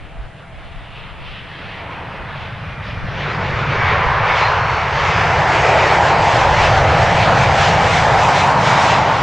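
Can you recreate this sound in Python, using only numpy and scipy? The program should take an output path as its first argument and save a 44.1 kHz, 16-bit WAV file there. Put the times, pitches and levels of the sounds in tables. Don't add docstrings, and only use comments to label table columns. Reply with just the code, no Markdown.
import sys
import numpy as np
from scipy import signal
from scipy.io import wavfile
from scipy.ndimage import uniform_filter1d, map_coordinates

SR = 44100
rng = np.random.default_rng(int(sys.argv[2]) if len(sys.argv) > 2 else 0)


def waveform_to_disk(signal):
    frames = np.transpose(np.atleast_2d(signal))
    scaled = np.clip(frames, -1, 1) * 32767
    samples = np.round(scaled).astype(np.int16)
    wavfile.write(sys.argv[1], SR, samples)


def gain_from_db(level_db):
    decades = np.asarray(level_db, float) / 20
    return 10 ** decades


N = 406602
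FRAME = 1024
HZ = np.fft.rfftfreq(FRAME, 1 / SR)[:, None]
TIMES = np.arange(2 * N // FRAME + 2) * FRAME / 2 / SR
SECONDS = np.arange(N) / SR

# t/s, distance/km, grass dip f/Hz, roar centre f/Hz, rumble tilt/(dB per octave)
PATH = [(0, 0.84, 333, 784, -0.5), (.65, 0.8, 380, 780, -1.5), (1.05, 0.93, 375, 960, 2),
        (2.1, 0.65, 318, 930, 3.5), (2.8, 0.56, 365, 890, -2), (3.4, 0.39, 272, 940, 6),
        (3.9, 0.41, 250, 1040, -1), (5.2, 0.21, 269, 937, 1.5), (5.6, 0.12, 240, 825, 2.3),
        (6.1, 0.12, 248, 865, 4.5), (6.52, 0.15, 256, 860, -3.5), (6.72, 0.15, 308, 766, -1.5),
        (7.6, 0.12, 326, 800, 2.5), (8.2, 0.083, 392, 860, 1), (8.6, 0.1, 360, 890, 8.5),
        (9.22, 0.16, 342, 917, 2.5)]
# t/s, f/Hz
FAN_PITCH = [(.9, 2590), (1.7, 2550), (2.5, 2460), (3.5, 2325), (4.25, 2215), (4.6, 2140), (5.4, 2030),
             (6.1, 1900)]
# t/s, hiss swell/dB, half width/s
EDDIES = [(.03, 2, 0.05), (.72, 5, 0.14), (1.0, 10, 0.12), (1.34, 12, 0.16), (1.66, 8, 0.17),
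          (1.93, 3, 0.041), (2.44, 6, 0.1), (2.88, 5.5, 0.046), (3.22, 5, 0.09), (3.52, 2.5, 0.07),
          (3.7, 3, 0.12), (3.9, 4.5, 0.064), (4.37, 6, 0.13), (4.75, -0.5, 0.095), (5.07, 3, 0.13),
          (5.58, 3, 0.085), (5.87, 4, .08), (6.09, 1, 0.062), (6.34, 4.5, 0.065), (6.65, 5, .08),
          (6.92, 0.5, 0.033), (7.25, 2.5, 0.12), (7.44, 3, 0.022), (7.64, 5.5, .06), (7.95, 4, .1),
          (8.15, 1, 0.086), (8.24, -1.5, .05), (8.4, 7, 0.057), (8.67, 1, 0.042), (8.84, 5.5, 0.15)]
RUSH_SWELL, ROAR_SWELL = 0.45, -0.28
BROADSIDE_S, TURN_S = 6.1, 0.15


def unit(x):
    return x / np.sqrt(np.mean(x ** 2) + 1e-20)


def along(points, hz):
    f, v = np.transpose(points)
    return np.interp(np.log(hz + 1), np.log(f + 1), v)


def curves(rows, t):
    s, *cols = np.transpose(rows)
    return [np.interp(t, s, c) for c in cols]


def swells(rows, t):
    return sum(db * np.exp(-((t - s) / width) ** 2) for s, db, width in rows)


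def past(t, at_s):
    return (1 + np.tanh((t - at_s) / TURN_S)) / 2


def wobble(rate):
    knots = rng.standard_normal(int(N * 40 / SR))
    return map_coordinates(knots, [np.arange(N) * min(rate, 39) / SR])


def noise(gain):
    z = signal.stft(rng.standard_normal((2, N + FRAME)), nperseg=FRAME)[2][..., :len(TIMES)]
    return signal.istft(z * gain, nperseg=FRAME)[1][:, :N]


def field():
    # f/Hz, density/dB
    murmur = [(40, -2.5), (150, -12.5), (700, -4), (2000, -24), (5000, -27.5), (10800, -31), (11200, -120)]
    return gain_from_db(-48.5) * unit(noise(gain_from_db(along(murmur, HZ))))


def wind():
    # t/s, level/dB
    breeze = [(0, -41), (1.2, -41), (1.7, -45), (9.22, -50.5)]
    # f/Hz, density/dB
    buffet = [(10, -4), (30, 13.5), (60, -1), (120, -28), (300, -42.5), (800, -120)]
    # t/s, swell/dB, half width/s
    puffs = [
        (3.03, 14, .15),
        (4.0, 8.5, .3),
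        (8.1, 7, .2),
    ]
    # t/s, peak level/dB, f/Hz, left-right/dB
    gusts = [
        (0.189, -23.5, 46.3, -12),
        (0.569, -33, 45.4, -17),
        (0.759, -25.5, 35.0, 9),
        (2.199, -32, 60, -6.0),
        (2.899, -41, 70.0, 0.5),
        (3.439, -35, 70.0, -3),
        (4.06, -22, 40.4, -16),
    ]
    lumps = gain_from_db(3 * wobble(9) + 2.5 * np.array([wobble(9), wobble(9)]))
    level_db = curves(breeze, SECONDS)[0] + swells(puffs, SECONDS)
    port_db = np.array([[5], [1.5]])
    out = gain_from_db(level_db + port_db) * unit(lumps * noise(gain_from_db(along(buffet, HZ))))
    for s, db, hz, pan_db in gusts:
        bell = np.exp(-((SECONDS - s - 0.012) / 0.017) ** 2)
        push = bell * np.sin(2 * np.pi * hz * (SECONDS - s))
        out += gain_from_db(db + np.array([[pan_db / 2], [-pan_db / 2]])) * push
    return out


def tone(rows, blur_hz, flutter_db, trim_db):
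    hz, db = curves(rows, SECONDS)
    edge_s = np.minimum(SECONDS - rows[0][0] + 0.027, rows[-1][0] - SECONDS)
    fade = np.clip(edge_s / 0.2, 0, 1)
    phase = 2 * np.pi * np.cumsum(hz + blur_hz * wobble(30)) / SR
    return np.sqrt(2) * fade * gain_from_db(db + trim_db + flutter_db * wobble(12)) * np.sin(phase)


def idle_tones():
    # t/s, f/Hz, level/dB
    drone = [(0, 662, -48.5), (.25, 665, -54), (.6, 668, -54), (.95, 670, -50), (1.4, 660, -66)]
    # t/s, f/Hz, level/dB
    far_idle = [(1.1, 1915, -52), (1.5, 1870, -50), (1.95, 1836, -45), (2.35, 1824, -50), (2.6, 1790, -52)]
    near = tone(drone, blur_hz=7, flutter_db=3, trim_db=0)
    return near + tone(far_idle, blur_hz=60, flutter_db=2, trim_db=-2)


def layer_levels(t):
    # t/s, thrust level/dB, lift/dB
    thrust = [(0, -40, -9), (1.02, -40, -4.5), (1.3, -38.5, -8), (1.95, -34, 0), (2.6, -30.5, -10.5),
              (3.02, -26, -15.5), (3.35, -25, -2.5), (3.68, -21.5, -7.5), (3.82, -21, 1), (4.4, -25, 8.5),
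              (4.9, -23, -0.5), (5.2, -21.5, 3.5), (5.8, -22.5, 8.5), (6.5, -20.5, 7), (6.66, -18, 2.5),
              (7.4, -18.5, 3), (8.9, -22, 8.5), (9.22, -23.5, 6.5)]
    thrust_db, lift_db = curves(thrust, t)
    swell_db, above_db = swells(EDDIES, t), thrust_db + 22
    roar_db = thrust_db + lift_db + ROAR_SWELL * swell_db
    rush_db = -22.5 + 1.08 * above_db + 0.48 * lift_db
    rush_db = rush_db - 3.5 * past(t, BROADSIDE_S)
    hiss_db = -33.5 + 0.57 * above_db + 0.26 * lift_db
    hiss_db = hiss_db - 16 * curves(PATH, t)[0]
    return thrust_db, roar_db, rush_db + RUSH_SWELL * swell_db, hiss_db + swell_db


def patches(depth_db):
    grain = rng.standard_normal((len(HZ), len(TIMES)))
    grain = uniform_filter1d(uniform_filter1d(grain, size=14, axis=0), size=7, axis=1)
    return gain_from_db(depth_db * unit(grain))


def in_band(shape, lo_hz, hi_hz, level_db):
    band = (HZ >= lo_hz) & (HZ < hi_hz)
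    return shape * gain_from_db(level_db) / np.sqrt(np.sum(band * shape ** 2, axis=0) / len(HZ))


def octaves(centre_hz):
    return np.log2((HZ + 1) / centre_hz)


def jets():
    # f/Hz, density/dB
    rumble_points = [(20, -29.5), (40, -15.5), (70, -2), (120, 0.5), (165, -3), (200, -9.5), (225, -17.5),
                     (290, -5), (420, -13.5), (700, -19.5), (1200, -120)]
    # f/Hz, density/dB
    rush_points = [(200, -120), (400, -1), (900, 0), (1300, 3.5), (1900, 1.5), (2300, 0), (3000, -8.5),
                   (3800, -35.5), (5000, -17.5), (7000, -120)]
    # f/Hz, density/dB
    hiss_points = [(1500, -120), (2600, 3), (3300, 3), (4500, -1.5), (6000, -3), (7500, -7.5),
                   (9000, -17.5), (10900, -24), (11150, -120)]
    # f/Hz, side against mid level/dB
    side_points = [(60, -16), (110, -32.5), (190, -25), (340, -26), (600, -31.5), (1080, -22.5),
                   (1920, -22.5), (3420, -20), (6100, -18), (10900, -23)]
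    rumble_db, roar_db, rush_db, hiss_db = layer_levels(TIMES)
    flutter_db = 1.1 * np.interp(TIMES, SECONDS, wobble(18))
    rush_db, hiss_db = rush_db + RUSH_SWELL * flutter_db, hiss_db + flutter_db
    km, dip_hz, roar_hz, tilt_db = curves(PATH, TIMES)

    air = gain_from_db(-km * 1.51 * (HZ / 1000) ** 1.81)
    dip_db = 10 + 1.5 * np.interp(TIMES, SECONDS, wobble(2.43))
    dip_db += 5.5 * (past(TIMES, 2.3) - past(TIMES, BROADSIDE_S))
    grass = gain_from_db(-dip_db * np.exp(-(octaves(dip_hz) / 0.59) ** 2))

    off_roar = octaves(roar_hz)
    hump = gain_from_db(-np.where(off_roar > 0, 40, 13) * np.abs(off_roar) ** 1.64)
    hump *= gain_from_db(1.4 * np.exp(-(octaves(0.958 * roar_hz) / 0.14) ** 2))
    rumble = gain_from_db(along(rumble_points, HZ) + tilt_db * np.minimum(octaves(79), 1.3))

    fan_ratio = 1.0 + 0.12 * (1 - past(TIMES, 3))
    fan_hz = np.maximum(fan_ratio * curves(FAN_PITCH, TIMES)[0], 2100)
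    fan_db = -1.5 + (9.5 + 0.45 * swells(EDDIES, TIMES)) * km
    rush = gain_from_db(along(rush_points, HZ) + fan_db * np.exp(-(octaves(fan_hz) / 0.66) ** 2))
    hiss = gain_from_db(along(hiss_points, HZ))

    power = in_band(rumble * grass * patches(1.5), 55, 200, rumble_db) ** 2
    power += in_band(hump * patches(1.2), 450, 1600, roar_db + 0.045) ** 2
    power += in_band(rush * air * patches(1.69), 1473, 3020, rush_db - 0.6) ** 2
    power += in_band(hiss * air * patches(1.37), 3540, 5600, hiss_db - 0.6) ** 2
    side_gain = gain_from_db(along(side_points, HZ) + 5.5 + 8.5 * (HZ / 8000) ** 2)
    mid, side = noise(np.sqrt(power) * [np.ones_like(HZ), side_gain])
    return np.array([mid + side, mid - side])


def fan_tone():
    # t/s, swell/dB, half width/s
    blooms = [
        (2.2, 7, .07),
        (2.92, 11, .28),
        (3.82, 10, .11),
        (4.3, 8.5, .13),
        (5.75, 8, .2),
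    ]
    s = np.arange(FAN_PITCH[0][0], FAN_PITCH[-1][0], 0.05)
    level_db = layer_levels(s)[2] - 18.5 + swells(blooms, s)
    rows = np.c_[s, curves(FAN_PITCH, s)[0], level_db]
    return tone(rows, blur_hz=18, flutter_db=2.5, trim_db=0)


def compressor_whines():
    # t/s, f/Hz, level/dB
    whine_far = [(3.4, 4330, -62), (3.7, 4500, -56), (4.1, 4830, -62), (4.6, 5250, -60), (5, 5720, -56),
                 (5.15, 5900, -62)]
    # t/s, f/Hz, level/dB
    whine_near = [(4.28, 4040, -60), (4.38, 4120, -50), (4.45, 4175, -35), (4.54, 4245, -45),
                  (4.78, 4445, -47), (4.88, 4560, -59), (5.1, 4880, -55), (5.21, 5080, -44),
                  (5.4, 5320, -60)]
    far = tone(whine_far, blur_hz=20, flutter_db=3, trim_db=0)
    return far + tone(whine_near, blur_hz=20, flutter_db=2.5, trim_db=1.5)


def scene():
    return field() + wind() + idle_tones() + jets() + fan_tone() + compressor_whines()


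def band_db(z, edges):
    return 10 * np.log10(np.add.reduceat(np.abs(z) ** 2, edges) + 1e-20)


def starved(x, side_db, masked_db, scatter_db):
    # from t/s, to t/s, above f/Hz
    top_gaps = [
        (5.3, 5.55, 10100),
        (5.55, 5.82, 9700),
        (5.98, 6.25, 9900),
    ]
    # f/Hz, extra level/dB
    side_cost = [(650, 5), (1200, 2), (5200, 5), (6300, 13), (7300, 11), (8300, 1), (9400, 4), (9750, 19)]
    mid, side = signal.stft(np.array([x[0] + x[1], x[0] - x[1]]) / 2, nperseg=2 * FRAME)[2]
    edges = np.r_[0, np.arange(8, 40, 4), np.arange(40, 100, 6), np.arange(100, len(mid), 9)]
    band = np.searchsorted(edges, np.arange(len(mid)), side="right") - 1
    hz = edges[:, None] * SR / 2 / FRAME
    mid_db = band_db(mid, edges)
    loudest_db = mid_db.max(axis=0)
    luck = rng.standard_normal((2, len(edges), mid.shape[1]))
    luck = scatter_db * uniform_filter1d(luck, size=4, axis=2)

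    step_db = 1.17 * uniform_filter1d(loudest_db, size=9) - masked_db + luck[0]
    step_db = np.minimum(step_db, mid_db - 10.5)
    local = uniform_filter1d(uniform_filter1d(np.abs(mid), size=3, axis=0), size=2, axis=1)
    heard = (local > gain_from_db(step_db)[band]) | ((hz < 4700) | (hz > 9600))[band]
    frame_s = np.arange(mid.shape[1]) * FRAME / SR
    for start, end, top_hz in top_gaps:
        heard &= ~((hz > top_hz) & (frame_s > start) & (frame_s < end))[band]

    luck[1] += 3 * rng.standard_normal(mid.shape[1]) - along(side_cost, hz)
    luck[1] -= 0.2 * (loudest_db - loudest_db.mean())
    needed_db = mid_db + side_db + 4.5 * np.log2(1 + hz / 1500)
    wide = (band_db(side, edges) + luck[1] > needed_db) | (hz < 170)
    kept = [mid * heard, side * (wide[band] & heard)]
    mid, side = signal.istft(kept, nperseg=2 * FRAME)[1][:, :N]
    return np.array([mid + side, mid - side])


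def roll_off(x):
    return signal.sosfilt(signal.butter(12, 11470, fs=SR, output="sos"), x)


def record(dry):
    x = dry / (1 + np.abs(dry / 0.99) ** 8) ** (1 / 8)
    mix = starved(x, side_db=-23, masked_db=59.5, scatter_db=9.0)
    return roll_off(mix)


dry = scene()
out = record(dry)
waveform_to_disk(out)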